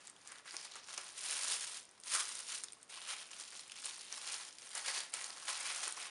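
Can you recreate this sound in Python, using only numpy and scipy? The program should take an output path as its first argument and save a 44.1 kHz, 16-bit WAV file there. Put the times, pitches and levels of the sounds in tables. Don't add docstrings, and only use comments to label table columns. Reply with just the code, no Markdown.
import sys
import numpy as np
from scipy import signal
from scipy.fft import rfft, irfft, next_fast_len
from scipy.io import wavfile

SR = 44100
rng = np.random.default_rng(int(sys.argv[2]) if len(sys.argv) > 2 else 0)


def generate_wav(sig):
    pcm = np.round(np.clip(np.atleast_2d(sig).T, -1, 1) * 32767).astype(np.int16)
    wavfile.write(sys.argv[1], SR, pcm)


N = 268991
TIME = np.arange(N) / SR

# (frequency [Hz], relative level [dB])
AIR_SPECTRUM = [(20, -13), (60, -8), (120, -2.5), (200, -1), (380, 0), (600, -3), (1000, -3.5),
                (2000, -8.5), (4000, -14), (11000, -18.5)]
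# (frequency [Hz], gain [dB])
MAT_RESPONSE = [(60, -32), (180, -21), (330, -0.5), (600, -2.5), (1100, 5.5), (1600, 0.5), (2500, -3),
                (3500, -17), (9000, -7)]
# (time [s], excitation level [dB])
MAT_BLOWS = [(.319, -46), (.455, -46), (.539, -37), (.754, -39.5), (.884, -47), (.975, -36.5), (1.508, -43),
             (2.145, -35.5), (2.636, -47), (3.523, -45), (4.125, -43), (5.137, -46), (5.297, -40.5),
             (5.363, -44), (5.872, -35), (5.971, -37.5)]
# (start [s], length [s], rustle level [dB], attack [s], release [s], body [dB], crispness [dB])
HAND_MOVES = [(0.0, 0.096, -61, .01, 0.016, 4.5, -3), (.31, 0.0606, -56, 0.063, 0.035, 8, -0.5),
              (.48, .18, -51, 0.015, 0.0297, 2.5, -3.5), (.75, .025, -51, 0.057, .06, 4.5, -7),
              (0.887, .17, -51.5, 0.022, 0.13, 4.5, -1.5), (1.17, .6, -47.5, 0.016, 0.0397, -0.5, 1.5),
              (1.255, .285, -43, 0.037, .07, 1, 1), (2.072, .332, -47.5, .018, 0.047, 4, 2),
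              (2.126, .08, -41, 0.025, 0.0099, 1.5, 2.5), (2.485, .06, -44.5, 0.031, .055, 1, 1),
              (2.895, .305, -51.5, 0.003, 0.0748, 5.5, 0), (3.33, .28, -53.5, 0.025, .12, 1, -1.5),
              (3.77, .35, -52.5, 0.026, 0.031, 0, -2), (4.115, .3, -48.5, 0.013, .11, 2.5, -1.5),
              (4.62, .11, -53.5, 0.028, .02, 2.5, 1), (4.755, 0.042, -43.5, 0.01195, 0.033, 7.5, 3),
              (4.86, .135, -43, .015, .048, 4.5, -1), (5.145, .12, -47.5, .018, 0.031, 5.5, 1),
              (5.3, .16, -52, 0.011, 0.021, 4, -0.5), (5.49, .39, -44, 0.011, .06, 4.5, -1),
              (5.975, .105, -47, 0.0319, 0.032, 5, -2)]
# (start [s], length [s], rustle level [dB])
HAND_TUGS = [(.905, .02, -56.5), (1.513, 0.018, -42.5), (2.138, 0.013, -35.5), (3.08, 0.0529, -45.5),
             (3.4, .015, -50), (3.845, .05, -46), (4.274, .07, -44.5), (4.862, 0.02767, -41),
             (4.945, 0.0361, -42), (5.485, 0.013, -38), (5.65, 0.053, -43), (5.868, 0.012, -47)]
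# (frequency [Hz], relative level [dB])
FRICTION_SPECTRUM = [(60, -44), (200, -23.5), (340, -8), (600, -3.5), (1100, -2), (1800, 1), (3000, 2),
                     (5000, -1), (7500, -3), (11000, 0)]
# (frequency [Hz], gain [dB])
CRINKLE_RESPONSE = [(60, -40), (200, -32), (400, -12), (700, 0.5), (1100, 0.5), (1800, -4.5), (3000, 0),
                    (5000, 2), (7500, 0), (11000, 5.5)]
# (start [s], end [s], frequency [Hz], bandwidth [Hz], boost [dB])
FOLD_RESONANCES = [(0.285, 0.536, 1908, 702.6, 8.5), (0.46, .64, 5100, 1001, 4),
                   (0.695, 0.756, 3930, 700, 5), (0.954, 1.064, 2348, 699.3, 2.5),
                   (2.101, 2.232, 1182, 196, 6), (2.112, 2.235, 1560, 248, 4.5),
                   (2.886, 3.36, 2750, 997, 4.5), (3.066, 3.221, 1101, 300, 1.5),
                   (3.653, 3.797, 2700, 899.5, 2.5), (2.057, 2.616, 765, 351.1, -6.5),
                   (4.78, 5.05, 4588, 350, 5), (4.71, 5.299, 2006, 500.4, 4),
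                   (5.569, 5.75, 2322, 799.5, 4.5), (5.98, 6.152, 2358, 988, 6.5)]
# (time [s], level with the energy put in 1 ms [dB], facet frequency [Hz])
LOUD_CREASES = [(0.0719, -41.5, 7950), (0.098, -44, 8150), (0.274, -41.5, 7390), (0.3196, -41.5, 8905),
                (0.477, -45, 1718), (0.4934, -53, 5300), (0.5083, -40.5, 4610), (0.5665, -32.5, 5355),
                (0.7184, -44, 3467), (0.7555, -44, 6990), (0.9777, -32.5, 5550), (0.9797, -37, 2452),
                (1.4419, -34, 7800), (1.4818, -31, 5970), (1.912, -54, 8547), (2.0002, -49, 9320),
                (2.036, -43, 5384), (2.1494, -30, 1161), (2.1967, -44, 9100), (2.5797, -42, 8150),
                (2.6365, -33, 9180), (2.6415, -36, 7270), (2.6843, -44, 3740), (2.7222, -43, 8700),
                (2.7318, -42, 9710), (2.8295, -45.5, 9106), (3.0168, -42, 3184), (3.3136, -42, 7800),
                (3.5938, -40, 4000), (3.6971, -43, 2856), (3.7187, -37.5, 2785), (3.7581, -52, 3008),
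                (3.857, -33, 8536), (4.125, -33, 5960), (4.5846, -42.5, 4645), (4.7512, -35.5, 9090),
                (5.1387, -30, 7300), (5.1386, -31.5, 9990), (5.2425, -34, 6800), (5.304, -40, 4905),
                (5.7604, -35.5, 7992), (5.8785, -30.5, 9205), (5.924, -35, 9460), (6.0287, -39, 8500)]
# (frequency [Hz], gain [dB])
MIC_RESPONSE = [(20, -7.5), (6000, 1), (7450, 2), (7900, -4.5), (8300, 2), (9400, 2.5), (10000, -0.5),
                (10600, -6.5), (11100, -14), (11600, -30)]

TOP_HZ = 11600


def undb(db):
    return 10 ** (np.asarray(db) / 20)


def unit(x):
    return x / np.sqrt(np.mean(x ** 2))


def colour(x, points):
    hz, db = np.transpose(points)
    size = next_fast_len(N + SR // 2)
    f = np.maximum(np.fft.rfftfreq(size, 1 / SR), 1)
    response = undb(np.interp(np.log(f), np.log(hz), db))
    return irfft(rfft(x, size) * response, size)[:N]


def wander(rate_hz):
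    return np.interp(TIME * rate_hz, np.arange(N), rng.standard_normal(N))


def place(times, sounds):
    at = (times * SR).astype(int)[:, None] + np.arange(sounds.shape[1])
    return np.bincount(at.ravel(), sounds.ravel(), minlength=N)[:N]


def air(level_db=-66.5):
    return undb(level_db) * unit(colour(rng.standard_normal(N), AIR_SPECTRUM))


def room(direct, t60_s=0.38, send_db=-9.5, size=16384):
    t = np.arange(size) / SR
    tail = rng.standard_normal(size) * np.exp(-np.log(1000) * t / t60_s) * (t > .003)
    reflected = signal.fftconvolve(direct, tail / np.sqrt(np.sum(tail ** 2)))[:N]
    return direct + undb(send_db) * colour(reflected, [(300, 4), (1200, 0.5), (5000, 0), (10000, -8.5)])


def mat_bumps(rise_s=0.00087, decay_s=0.016, size=2048):
    times, db = np.transpose(MAT_BLOWS)
    t = np.arange(size) / SR
    envelope = (1 - np.exp(-t / rise_s)) * np.exp(-t / decay_s)
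    thuds = rng.standard_normal((len(times), size)) * envelope * undb(db)[:, None]
    return colour(place(times, thuds), MAT_RESPONSE)


def push(start, length, db, attack_s, release_s):
    away = np.maximum(start - TIME, 0) / attack_s + np.maximum(TIME - start - length, 0) / release_s
    return (undb(db) * np.exp(-np.minimum(away, 20))) ** 2


def handling(rest_db=-71, rest_body_db=11):
    power = np.full(N, undb(rest_db) ** 2)
    body, crisp = rest_body_db * power, 0
    for *shape, body_db, crisp_db in HAND_MOVES:
        move = push(*shape)
        power += move
        body += body_db * move
        crisp += crisp_db * move
    tugs = sum(push(*tug, attack_s=0.012, release_s=.025) for tug in HAND_TUGS)
    return 10 * np.log10(power + tugs), body / power, crisp / power


def slips(rate_hz=70, decay_s=.008):
    chance, force = rng.random((2, N))
    impulses = force * (chance < rate_hz / SR)
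    release = signal.lfilter([1], [1, -np.exp(-1 / (decay_s * SR))], impulses)
    return unit(release - release.mean())


def friction(jerks):
    hiss = colour(rng.standard_normal(N), FRICTION_SPECTRUM)
    return unit(hiss * undb(1.4 * wander(500) + 1.4 * jerks))


def buckle(hz, decay_s, rise_s, q, splash, size, low_hz=700, settle_db=-17, settle_s=0.013):
    t = np.arange(size) / SR
    burst = (1 - np.exp(-t / rise_s)) * np.exp(-t / decay_s[:, None])
    settle = undb(settle_db) * np.exp(-t / settle_s)
    rattle = rng.standard_normal((len(hz), size)) * (burst / burst.max(axis=1, keepdims=True) + settle)
    f = np.maximum(np.fft.rfftfreq(size, 1 / SR), 1)
    facet = 1 / (1 + 1j * q * (f / hz[:, None] - hz[:, None] / f))
    radiation = (1j * f / (low_hz + 1j * f)) ** 2
    snap = irfft(rfft(rattle) * (facet + splash) * radiation * (f < TOP_HZ), size)
    return snap / np.sqrt(np.sum(snap ** 2, axis=1, keepdims=True))


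def crinkle(level_db, jerks, count=14000):
    when, chance, facet, length, force = rng.random((count, 5)).T
    times = when * (N - 1) / SR
    base_rate_hz = 1000 * undb(.45 * (np.interp(times, TIME, level_db) + 50))
    share = np.minimum(base_rate_hz * N / SR / count, 1)
    live = chance < share * undb(3 * np.interp(times, TIME, jerks))
    hz = 900 + 9800 * facet[live] ** 1.28
    decay_s = 0.00033 * (hz / 5000) ** -.4 * undb(11.4 * length[live])
    strength = undb(4.8 * np.minimum(-np.log(1 - force[live]), 3.0))
    gain = unit(strength) * np.sqrt(N / count / share[live])
    snaps = buckle(hz, decay_s, rise_s=.0001, q=3.75, splash=0.3, size=256)
    return place(times[live], gain[:, None] * snaps)


def rustle(level_db, body_db, crisp_db):
    jerks = slips()
    crackle = undb(-3.5) * colour(crinkle(level_db, jerks), CRINKLE_RESPONSE)
    paper = crackle + undb(-1.12) * friction(jerks)
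    body = signal.sosfiltfilt(signal.butter(2, [470, 1700], "band", fs=SR, output="sos"), paper)
    crisp = signal.sosfiltfilt(signal.butter(3, 7200, "high", fs=SR, output="sos"), paper)
    shaped = paper + (undb(body_db) - 1) * body + (undb(crisp_db) - 1) * crisp
    return undb(level_db + .7 * wander(35)) * shaped


def taut_folds(paper, spread_hz=5000, ramp_s=0.0089):
    for start, end, hz, width_hz, boost_db in FOLD_RESONANCES:
        held = np.clip(np.minimum(TIME - start, end - TIME) / ramp_s, 0, 1)
        gain = undb(boost_db * held)
        ring = signal.lfilter(*signal.iirpeak(hz, hz / width_hz, fs=SR), paper)
        power_ratio = 1 + (gain ** 2 - 1) * width_hz / spread_hz
        paper = (paper + (gain - 1) * ring) / np.sqrt(power_ratio)
    return paper


def stray_creases(level_db, count=55, growth=0.41, scatter_db=0.5):
    when, force, facet = rng.random((count, 3)).T
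    times = (np.arange(count) + when) / count * TIME[-1]
    effort_db = np.interp(times, TIME, level_db) + 48
    db = -44.5 + growth * effort_db + scatter_db * (2 * force - 1)
    hz = np.interp(facet, [0, 1], [3250, 9600])
    return np.column_stack([times, db, hz])


def crease_snaps(level_db):
    times, db, hz = np.vstack([LOUD_CREASES, stray_creases(level_db)]).T
    decay_s = 0.00072 * (hz / 6000) ** -.35
    snaps = buckle(hz, decay_s, rise_s=.0008, q=5.5, splash=0.27, size=1024)
    samples_per_ms = SR / 1000
    return place(times, snaps * np.sqrt(samples_per_ms) * undb(db)[:, None])


def scene():
    background = air()
    level_db, body_db, crisp_db = handling()
    paper = taut_folds(rustle(level_db, body_db, crisp_db))
    direct = paper + crease_snaps(level_db) + mat_bumps()
    return (room(direct) + background)[None]


def record(dry):
    low_pass = signal.ellip(8, .2, 70, TOP_HZ, fs=SR, output="sos")
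    return signal.sosfilt(low_pass, colour(dry[0], MIC_RESPONSE))[None]


dry = scene()
out = record(dry)
generate_wav(out)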